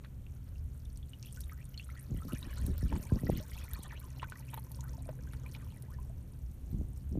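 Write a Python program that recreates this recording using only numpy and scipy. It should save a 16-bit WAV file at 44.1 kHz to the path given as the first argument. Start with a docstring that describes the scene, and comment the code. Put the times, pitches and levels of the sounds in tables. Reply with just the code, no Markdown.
"""Swell in a rocky gap

A low swell pushes seawater through a gap between shore rocks, close to the microphone.
Trapped air rings as decaying sines that gurgle, foam bursts in tiny resonant ticks, shaped noise
washes and hisses, and the rock walls throw the bubbles and foam back.
Gusts of low-passed noise and swings of pressure buffet the microphone twice; two engines, probably
on boats, drone far off as wavering harmonics over a dull rumble and the hiss of the open sea."""
import sys
import numpy as np
from scipy import signal
from scipy.fft import rfft, irfft, next_fast_len
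from scipy.io import wavfile
from scipy.ndimage import uniform_filter1d

SR = 44100
rng = np.random.default_rng(int(sys.argv[2]) if len(sys.argv) > 2 else 0)


def inscribe(sig):
    """Save sig as 16-bit PCM at rate SR to the path in sys.argv[1].

    A 1-D sig is mono; a 2-D sig holds one channel per row.
    Samples are clipped to [-1, 1] before scaling.
    """
    pcm = np.round(np.clip(np.atleast_2d(sig).T, -1, 1) * 32767)
    wavfile.write(sys.argv[1], SR, pcm.astype(np.int16))


N = 317299  # samples
TIME = np.arange(N) / SR  # seconds


def from_db(db):
    """Logarithmic level: decibels to amplitude gain."""
    return 10 ** (np.asarray(db) / 20)


def rms_one(x):
    """Power normalization: scale to rms 1."""
    return x / np.sqrt(np.mean(x ** 2) + 1e-20)


def in_time(rows):
    """Linear interpolation: the columns of a curve table at every sample."""
    s, *columns = np.transpose(rows)
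    return np.array([np.interp(TIME, s, column) for column in columns])


def at_hz(points, hz):
    """Logarithmic pitch: read a spectrum in dB on a log-frequency axis."""
    f, db = np.transpose(points)
    return np.interp(np.log(hz + 1e-9), np.log(f), db)


def envelope(start_s, attack_s, hold_s, release_s):
    """Amplitude envelope: rise, hold and fall between 0 and 1."""
    corners_s = start_s + np.cumsum([0, attack_s, hold_s, release_s])
    return np.interp(TIME, corners_s, [0, 1, 1, 0])


def drift(rate_hz):
    """Low-passed chance: a slow random curve with spread 1, from two equal poles at the given rate."""
    step, settle = 40, 2000  # samples per slow step; slow steps dropped while the filter settles
    r = np.exp(-2 * np.pi * rate_hz * step / SR)
    chance = rng.standard_normal(N // step + settle + 2)
    slow = signal.lfilter([1], [1, -2 * r, r * r], chance)[settle:]
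    return np.interp(np.arange(N) / step, np.arange(len(slow)), rms_one(slow))


def noise(spectrum):
    """Spectral shaping: white noise weighted to a given colour, rms 1."""
    size = next_fast_len(N)
    hz = np.arange(size // 2 + 1) * SR / size
    white = rfft(rng.standard_normal(size))
    return rms_one(irfft(white * from_db(at_hz(spectrum, hz)), size)[:N])


def low_pass(order, hz):
    """Butterworth low-pass filter: maximally flat below its corner."""
    return signal.butter(order, hz, fs=SR, output="sos")


def high_pass(order, hz):
    """Butterworth high-pass filter: maximally flat above its corner."""
    return signal.butter(order, hz, "high", fs=SR, output="sos")


def resonate(x, hz, width_hz):
    """Damped resonance: a pole pair with gain 1 at its top."""
    r = np.exp(-np.pi * width_hz / SR)
    zeros = np.array([1, 0, -1]) * (1 - r * r) / 2
    poles = [1, -2 * r * np.cos(2 * np.pi * hz / SR), r * r]
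    return signal.lfilter(zeros, poles, x + 1e-18)


def steady(x):
    """Running power normalization: hold the half-second rms of a grain stream at 1."""
    return x / np.sqrt(uniform_filter1d(x ** 2, SR // 2) + 1e-12)


def add(out, s, sound):
    """Superposition: mix a short sound in at time s."""
    start = int(np.clip(s * SR, 0, N))
    out[start:start + len(sound)] += sound[:N - start]


def bubble(hz, cycles, rise, swell_cycles=0.2):
    """Bubble resonance: a sine dies by 60 dB in so many cycles; pitch rises as it nears the surface."""
    turn = np.arange(int(cycles / hz * SR) + 2) * hz / SR
    age = turn / cycles
    swell = 1 - np.exp(-(turn / swell_cycles) ** 2)
    decay = np.exp(-np.log(1000) * age)
    return swell * decay * np.sin(2 * np.pi * turn * (1 + rise * age / 2))


def scatter(count, level_db, crowding):
    """Level-weighted chance: random moments in seconds that crowd together where the level is high."""
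    due = np.cumsum(from_db(crowding * level_db))
    share = (np.arange(count) + rng.random(count)) / count
    return np.searchsorted(due, share * due[-1]) / SR


def engine(orders, cycle_hz, waver_db=2.0, speed_wander=0.00437):
    """Harmonics of the firing cycle; each wavers on its way through the moving air."""
    turn = 2 * np.pi * np.cumsum(cycle_hz * (1 + speed_wander * drift(0.84))) / SR
    out = np.zeros(N)
    for multiple, db in orders:
        gain = from_db(db + waver_db * drift(3.0))
        out += gain * np.sin(multiple * turn + rng.uniform(0, 2 * np.pi))
    return np.sqrt(2) * out


# Orders of the slow engine. Each row: multiple of the cycle rate, relative level in dB.
SLOW_ORDERS = [(3, -60), (4, -75), (5, -48.5), (6, -63), (9, -51), (10, -52), (11, -65), (12, -57.5),
               (13, -64.5)]
# Orders of the fast engine. Each row: multiple of the cycle rate, relative level in dB.
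FAST_ORDERS = [(2, -52), (3, -61), (4, -62.5), (5, -74)]
SLOW_CYCLE_HZ, FAST_CYCLE_HZ = 12.82, 65.7
# The engines come through more strongly for a while, by a bell-shaped curve.
ENGINE_CREST_S, ENGINE_SWELL_S, ENGINE_CREST_DB = 5.1, 0.93, 6.5


def engines(level_db=-7.0):
    """Superposed harmonic series: two engines whose joint level swells to a crest and fades."""
    carry_db = ENGINE_CREST_DB * np.exp(-((TIME - ENGINE_CREST_S) / ENGINE_SWELL_S) ** 2)
    both = engine(SLOW_ORDERS, SLOW_CYCLE_HZ) + engine(FAST_ORDERS, FAST_CYCLE_HZ)
    return from_db(carry_db + level_db) * both


# Level of the low rumble, which swells with the breeze. Each row: time in seconds, level in dB.
RUMBLE_SWELL = [(0, -40.5), (.33, -43), (.42, -44), (1.2, -42.5), (2.0, -45.5), (2.15, -38), (2.5, -44.5),
                (2.65, -29.5), (2.8, -39.5), (3.2, -35.5), (3.55, -42), (4.1, -49.5), (5.1, -43.5),
                (6.15, -40), (6.5, -41.5), (6.75, -35), (7.0, -41), (7.19, -43)]
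# Colour of the rumble. Each row: frequency in Hz, relative density in dB per Hz.
RUMBLE_SPECTRUM = [(20, 2), (40, -7), (70, 1.5), (100, -9), (150, -18), (220, -22.5), (320, -31.5),
                   (600, -41.5), (900, -47), (1600, -60.5)]


def rumble(swell_db=3.0, heave_hz=130):
    """Band-split modulation: dull noise whose deepest part heaves."""
    level_db, = in_time(RUMBLE_SWELL)
    even = noise(RUMBLE_SPECTRUM)
    deep = signal.sosfiltfilt(low_pass(2, heave_hz), even)
    heaving = from_db(swell_db * drift(2.3)) * deep
    return from_db(level_db) * (even - deep + heaving)


# Colour of the open sea. Each row: frequency in Hz, relative density in dB per Hz.
SEA_SPECTRUM = [(240, -10.5), (400, -2), (738, -11), (3160, -18), (4920, -26), (6000, -22.5),
                (14400, -18.5), (15500, -79)]


def open_sea(level_db=-71):
    """Stationary broadband noise: the steady hiss of the open sea."""
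    return from_db(level_db) * noise(SEA_SPECTRUM)


# Puffs of wind on the microphone. Each row: start in seconds, length in seconds from the start to
# the fall, level in dB before its low-pass, corner of that low-pass in Hz.
WIND_PUFFS = [(2.084, 0.1, -42.5, 400), (2.228, 0.057, -42, 496), (2.316, 0.029, -36, 805),
              (2.423, 0.047, -40.5, 400), (2.589, 0.058, -36, 190), (2.667, 0.055, -37.5, 603),
              (2.816, 0.058, -36.5, 262), (2.891, 0.081, -33, 420), (3.132, 0.042, -33.5, 500),
              (3.214, 0.18, -36.5, 446), (6.722, 0.12, -40.5, 258), (7.113, 0.07, -33.5, 445)]
# Colour of the turbulence. Each row: frequency in Hz, relative density in dB per Hz.
WIND_SPECTRUM = [(30, 8), (80, -3.5), (160, 1), (300, -6.5), (750, -30), (1300, -58)]
GUST_ATTACK_S, GUST_RELEASE_S = 0.016, 0.011


def puffs(flutter_db=4.0):
    """Turbulent pressure fluctuation: fluttering noise in puffs, each with its own brightness."""
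    turbulence = noise(WIND_SPECTRUM) * from_db(flutter_db * drift(58))
    out = np.zeros(N)
    for s, length_s, db, top_hz in WIND_PUFFS:
        shape = envelope(s, GUST_ATTACK_S, length_s - GUST_ATTACK_S, GUST_RELEASE_S)
        out += from_db(db) * shape * signal.sosfilt(low_pass(2, top_hz), turbulence)
    return out


# The sharpest eddies hitting the microphone. Each row: start in seconds, relative level in dB,
# time from the start to the crest of the envelope in seconds.
SHARP_EDDIES = [(2.113, -27.5, 0.014), (2.142, -34, 0.01), (2.249, -41, 0.0053), (2.33, -35, 0.0082),
                (2.689, -33.5, 0.0091), (2.826, -27, 0.011), (2.918, -31, 0.0062), (2.993, -38, 0.0079),
                (3.118, -19.5, 0.01), (3.158, -34, 0.0046), (3.232, -28, 0.0063), (3.265, -35, 0.0054),
                (3.289, -24, 0.0074), (3.296, -21, 0.00205), (3.789, -38, 0.0089), (6.81, -36, 0.0059),
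                (7.153, -32.5, 0.0053), (7.172, -36, 0.0044)]


def eddies(level_db=2.5, top_hz=750, turns=1.064):
    """Vortex passage: a sharp eddy is a swing of pressure that slows as it passes."""
    out = np.zeros(N)
    for s, db, swing_s in SHARP_EDDIES:
        age = TIME[1:SR // 10] / swing_s
        shape = (age * np.exp(1 - age)) ** 2
        swing = np.sin(2 * np.pi * turns * np.log(age))  # log phase: the swing slows with age
        add(out, s, from_db(db + level_db) * shape * swing)
    return signal.sosfilt(low_pass(4, top_hz), out)


# Colour of the churning current. Each row: frequency in Hz, relative density in dB per Hz.
WASH_SPECTRUM = [(240, 6), (400, -7), (570, 6.5), (765, -13), (1420, -1.5), (1880, -10.5), (4500, -17.5),
                 (5850, -85)]
# Colour of the fine hiss. Each row: frequency in Hz, relative density in dB per Hz.
HISS_SPECTRUM = [(2350, -44), (4000, -32), (6020, -18), (7720, -12), (9200, -46), (12100, 29), (14400, 7),
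                 (15500, 30)]


def wash(gurgle_db, fizz_db, churn_db=5.0, wash_db=-2.5, hiss_db=-3.0):
    """Amplitude-modulated noise: the current's wash and its hiss churn together."""
    current = from_db(gurgle_db + wash_db) * noise(WASH_SPECTRUM)
    hiss = from_db(fizz_db + hiss_db) * noise(HISS_SPECTRUM)
    return from_db(churn_db * drift(38)) * (current + hiss)


# Resonances of a hollow in the rock. Each row: frequency in Hz, nominal width in Hz, relative level in dB.
HOLLOW_MODES = [(348, 175, 4.5), (540, 130, -1), (880, 175, 3.5), (1400, 74, -5), (2050, 340, -2.5)]
DRAIN_START_S, DRAIN_RISE_S, DRAIN_HOLD_S, DRAIN_FALL_S = 3.6, 0.58, 1.4, 0.96


def drain(count, glug_db=-58.5, spread_db=2.0, cycles=22, rise=0.18, rush_db=-73.0):
    """Cavity resonance: backwash rushes through a hollow; trapped air burbles near its resonances."""
    draining = envelope(DRAIN_START_S, DRAIN_RISE_S, DRAIN_HOLD_S, DRAIN_FALL_S)
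    draining_db = 20 * np.log10(draining + 1e-9)
    stream = rng.standard_normal(N)
    rush, glugs = np.zeros(N), np.zeros(N)
    for hz, width_hz, db in HOLLOW_MODES:
        mode = resonate(resonate(stream, hz, 2 * width_hz), hz, 2 * width_hz)
        rush += from_db(db) * rms_one(mode)
        moments = scatter(count, draining_db, crowding=0.98)
        for s, (size, detune) in zip(moments, rng.random((count, 2))):
            level_db = glug_db + db - spread_db * np.log(size + 0.13)
            glug_hz = hz + width_hz * (2 * detune - 1)
            add(glugs, s, from_db(level_db) * bubble(glug_hz, cycles, rise))
    return draining * (from_db(rush_db) * rms_one(rush) + glugs)


# Strength of foam ticks by pitch. Each row: frequency in Hz, relative level in dB.
FOAM_STRENGTH = [(3500, -20), (5000, 2.5), (7500, -2), (9500, 6.5), (12500, 3.5), (15000, 1)]


def foam(count, per_s=1100, spread_db=9.0, sharpness=3.6, clump_db=4.0):
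    """Impulse excitation: tiny bubbles burst in clumps, each at one of many pitches."""
    born = rng.random(N) < per_s * from_db(clump_db * drift(14)) / SR
    strength = from_db(-spread_db * np.log(rng.random(N) + .03))
    clicks = born * strength * rng.choice([-1, 1], N)
    dealt = rng.integers(0, count, N)  # which pitch each click excites
    out = np.zeros(N)
    for k, hz in enumerate(np.geomspace(4000, 14800, count)):
        width_hz = hz / sharpness
        ring = resonate(resonate(clicks * (dealt == k), hz, width_hz), hz, width_hz)
        out += from_db(at_hz(FOAM_STRENGTH, hz)) * ring / np.sqrt(hz)
    return steady(rms_one(out))


# The loudest droplets. Each row: time in seconds, relative level in dB, pitch in Hz.
DROPLETS = [(0.973, -39, 8600), (1.2266, -35, 5600), (1.4057, -29.5, 10800), (1.9781, -51, 6400),
            (2.5817, -37, 8200), (2.6638, -27.5, 10900), (2.7794, -27.5, 14600), (3.3727, -29, 12820),
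            (3.7334, -24.5, 12300), (3.8334, -32.5, 9000), (3.9997, -35, 13300), (4.2982, -35, 10000),
            (4.5416, -25.5, 13100), (4.7165, -33, 11400), (4.807, -34.5, 6700), (5.3324, -42, 10300),
            (5.8224, -36, 10200), (6.7138, -43, 13700)]


def ticks(cycles=14, level_db=4, ring_db=-16, ring_hz=5600, low_cut_hz=3500):
    """Small-source radiation: a water film snaps and its cavity rings, too small for low notes."""
    out = np.zeros(N)
    for (s, db, hz), size in zip(DROPLETS, rng.uniform(0.55, 0.97, len(DROPLETS))):
        snap = bubble(hz, cycles, rise=0, swell_cycles=0.063)
        ring = bubble(ring_hz * size, 35.0, rise=0.11)
        add(out, s + 0.00106, from_db(db + level_db) * snap)
        add(out, s + 0.001056, from_db(db + ring_db) * ring)
    return signal.sosfilt(high_pass(2, low_cut_hz), out)


# Runs of bubbles from an air pocket. Each row: start in seconds, length in seconds, first pitch in Hz,
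# last pitch in Hz, relative level in dB.
BUBBLE_RUNS = [(1.235, 0.086, 2570, 3500, -57), (1.506, 0.04, 1800, 1310, -63),
               (1.569, 0.065, 1560, 2500, -63), (1.936, 0.071, 1230, 2200, -59),
               (2.283, 0.045, 1080, 1400, -55), (2.34, 0.032, 3300, 1530, -56),
               (3.067, 0.058, 2360, 3350, -71), (3.358, 0.045, 2630, 3280, -60),
               (3.689, 0.1, 1900, 880, -58), (3.836, 0.03, 4120, 3280, -59), (3.839, 0.034, 1310, 880, -64),
               (3.896, 0.038, 2480, 1400, -54.5), (3.942, 0.036, 1760, 3260, -58.5),
               (4.824, 0.075, 1180, 1500, -63), (5.667, 0.12, 2970, 2030, -63.5),
               (5.881, 0.066, 710, 1900, -64)]


def runs(count, cycles=48, level_db=9.5, scatter_octaves=0.14, rise=0.51):
    """Successive bubble resonance: an air pocket sheds bubbles, each roughly the size of the last."""
    out = np.zeros(N)
    for s, length_s, first_hz, last_hz, db in BUBBLE_RUNS:
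        for along in (np.arange(count) + rng.random(count)) / count:
            glide_hz = first_hz + along * (last_hz - first_hz)
            hz = glide_hz * 2 ** (scatter_octaves * rng.standard_normal())
            gain = from_db(db + level_db) * rng.uniform(0.15, 1)
            ring = bubble(hz, cycles, rise * rng.random(), swell_cycles=0.33)
            add(out, s + along * length_s, gain * ring)
    return out


# Wavelets slapping into hollows of the rock. Each row: time in seconds, relative level in dB,
# pitch of the deepest bubble in Hz, relative level of the shower of small bubbles in dB.
ROCK_SLAPS = [(0.047, -47, 1135, -48.5), (2.926, -32, 880, -45.5), (2.957, -39, 850, -45.5),
              (4.2294, -31.5, 993, -39.5), (4.322, -33, 1470, -51.5), (4.5357, -39, 900, -43.5),
              (4.5763, -34.5, 880, -48), (5.0905, -32.5, 624, -50.5), (5.335, -43.5, 1400, -50.5),
              (5.549, -44, 2280, -44)]


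def slaps(count, cycles=21, shower_s=0.015, pitch_span=3.8, top_hz=5000, fade_db=7, lead_db=-9, lead_s=0.011):
    """Air-pocket resonance: a wavelet gurgles in and closes on air, which rings and breaks up."""
    out = np.zeros(N)
    for s, db, hz, shower_db in ROCK_SLAPS:
        add(out, s, from_db(db) * bubble(hz, cycles, rise=0.04, swell_cycles=0.071))
        pitches = np.geomspace(hz, min(hz * pitch_span, top_hz), count)
        for (late, early), small_hz in zip(rng.random((count, 2)), pitches):
            small = bubble(small_hz, cycles, rise=0.12)
            add(out, s - lead_s * early, from_db(shower_db + lead_db) * small)
            add(out, s + shower_s * late ** 2, from_db(shower_db - fade_db * late) * small)
    return out


# The loudest single bubbles. Each row: time in seconds, relative level in dB, pitch in Hz.
SINGLE_BUBBLES = [(0.266, -57.5, 2680), (0.557, -64.5, 2770), (0.855, -60.5, 3560), (1.029, -58.5, 3360),
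                  (1.134, -50.5, 2930), (1.373, -55.5, 1455), (1.437, -55.5, 3700), (1.496, -50.5, 2030),
                  (1.519, -54.5, 1250), (1.743, -55.5, 2920), (1.777, -42.5, 4230), (1.797, -45.5, 2640),
                  (1.891, -53.5, 1340), (1.901, -53.5, 2040), (2.221, -53.5, 1286), (2.31, -53.5, 1310),
                  (2.323, -49.5, 2740), (2.353, -56, 1660), (2.421, -61.5, 975), (2.428, -46.5, 3710),
                  (2.53, -52.5, 1650), (2.576, -53.5, 1370), (3.098, -56, 1580), (3.189, -57, 1830),
                  (3.269, -49.5, 1900), (3.402, -51, 579), (3.518, -53, 2050), (3.579, -51, 2570),
                  (3.681, -55.5, 2000), (3.749, -50, 4300), (3.788, -62, 780), (3.849, -56, 730),
                  (3.91, -55, 1710), (3.924, -55.5, 932), (4.197, -47, 2700), (4.244, -47, 1425),
                  (4.357, -52.5, 1830), (4.79, -58, 930), (4.839, -55, 1400), (4.938, -61, 880),
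                  (4.981, -55, 680), (5.06, -59, 660), (5.19, -60, 1560), (5.272, -61, 1490),
                  (5.462, -52, 2285), (5.986, -57.5, 954), (6.098, -57.5, 650)]


def plops(cycles=54, rise=0.213, level_db=7.5, twin_db=-11, twin_s=0.02):
    """Bubble pinch-off: large bubbles ring one by one, each trailed by a weaker twin of like size."""
    out = np.zeros(N)
    chances = rng.random((len(SINGLE_BUBBLES), 4))
    for (s, db, hz), (life, climb, late, size) in zip(SINGLE_BUBBLES, chances):
        lifetime = cycles * (.5 + life)
        twin_hz = hz * (1 + (size - .5) / 2)
        add(out, s, from_db(db + level_db) * bubble(hz, lifetime, 2 * rise * climb))
        add(out, s + twin_s * (.5 + late), from_db(db + twin_db) * bubble(twin_hz, lifetime, rise))
    return out


# Strength of bubbles by pitch. Each row: frequency in Hz, relative level in dB.
BUBBLE_STRENGTH = [(450, -6), (950, 9), (1500, 7.5), (2700, 13), (5000, 12.5)]


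def gurgle(count, flow_db, cycles=64, rise=0.365, spread_db=7.0, low_hz=430, high_hz=5600, deepen=0.071,
           calm_db=-78.0, size=4, clump_s=0.026, clump_octaves=0.362):
    """Air entrainment: ripples trap clumps of like bubbles; strong flow traps more, and the big, deep ones."""
    out = np.zeros(N)
    slack_db = flow_db.max() - flow_db
    trapped = np.cumsum(np.maximum(from_db(flow_db) - from_db(calm_db), 0))  # calm water traps no air
    for k, (when, pitch, strength) in enumerate(rng.random((count, 3))):
        born = np.searchsorted(trapped, (k + when) / count * trapped[-1])
        deepest_hz = low_hz * (1 + deepen * slack_db[born])
        clump_hz = deepest_hz * (high_hz / deepest_hz) ** np.sqrt(pitch * (1 + pitch) / 2)
        level_db = at_hz(BUBBLE_STRENGTH, clump_hz) - spread_db * np.log(strength + 0.04)
        for late, detune, share, life, climb in rng.random((size, 5)):
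            hz = clump_hz * 2 ** (clump_octaves * (2 * detune - 1))
            ring = bubble(hz, cycles * (.5 + life), 2 * rise * climb, swell_cycles=1.0)
            add(out, born / SR + clump_s * (late - .5), from_db(level_db) * share * ring)
    return rms_one(out)


def rock_walls(x, t60=0.044, wet_db=-8, first_s=0.0013):
    """Diffuse reflection: rough rock close by scatters a short, exponentially decaying tail."""
    t = TIME[:SR // 5]
    tail = rng.standard_normal(len(t)) * from_db(-60 * t / t60) * (t > first_s)
    echo = signal.fftconvolve(x, tail / np.linalg.norm(tail))[:N]
    return x + from_db(wet_db) * echo


# Water running through the gap. Each row: time in seconds, gurgle level in dB and fizz level in dB,
# both before random surges and layer gains.
GAP_FLOW = [(0.0, -75.5, -77), (0.82, -75.5, -73), (1.36, -70.5, -65), (1.64, -73, -70), (1.88, -68, -67.5),
            (2.26, -68, -65), (2.46, -63, -65), (2.68, -63.5, -67.5), (3.04, -62.5, -64), (3.8, -63, -65),
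            (4.1, -68, -69.5), (4.64, -70.5, -65.5), (5.17, -72, -69), (5.63, -68, -69.5),
            (6.17, -78.5, -74.5), (7.19, -79, -72.5)]


def water(foam_growth=0.38, surge_db=1.0, bubbles_db=-2.5, froth_db=4.5):
    """Flow-driven superposition: bubbles and foam ring over the wash; calm water makes little foam."""
    gurgle_db, fizz_db = in_time(GAP_FLOW) + surge_db * drift(4)
    bubbles = from_db(gurgle_db + bubbles_db) * gurgle(count=1050, flow_db=gurgle_db)
    foam_db = fizz_db + foam_growth * (fizz_db - fizz_db.max()) + froth_db
    froth = from_db(foam_db) * foam(count=18)
    singles = plops() + ticks()
    pockets = runs(count=10) + slaps(count=10) + drain(count=30)
    return rock_walls(bubbles + froth + singles + pockets) + wash(gurgle_db, fizz_db)


def scene():
    """Linear superposition: engines, rumble and open sea behind, wind on the microphone, water in front."""
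    distance = engines() + rumble() + open_sea()
    wind = puffs() + eddies()
    return (distance + wind + water())[None]


# Dips of the microphone port. Each row: frequency in Hz, width in Hz, depth in dB.
PORT_NOTCHES = [(4930, 900, -5.5), (7600, 550, -3.5), (10490, 470, -26)]
CUTOFF_HZ = 15200


def record(dry, low_cut_hz=35):
    """Transducer response: the microphone thins deep bass, its port carves treble dips, the top is cut."""
    dry = signal.sosfilt(high_pass(3, low_cut_hz), dry)
    for hz, width_hz, depth_db in PORT_NOTCHES:
        dry = dry - (1 - from_db(depth_db)) * resonate(dry, hz, width_hz)
    return signal.sosfilt(signal.ellip(10, .3, 80, CUTOFF_HZ, fs=SR, output="sos"), dry)


dry = scene()
out = record(dry)
inscribe(out)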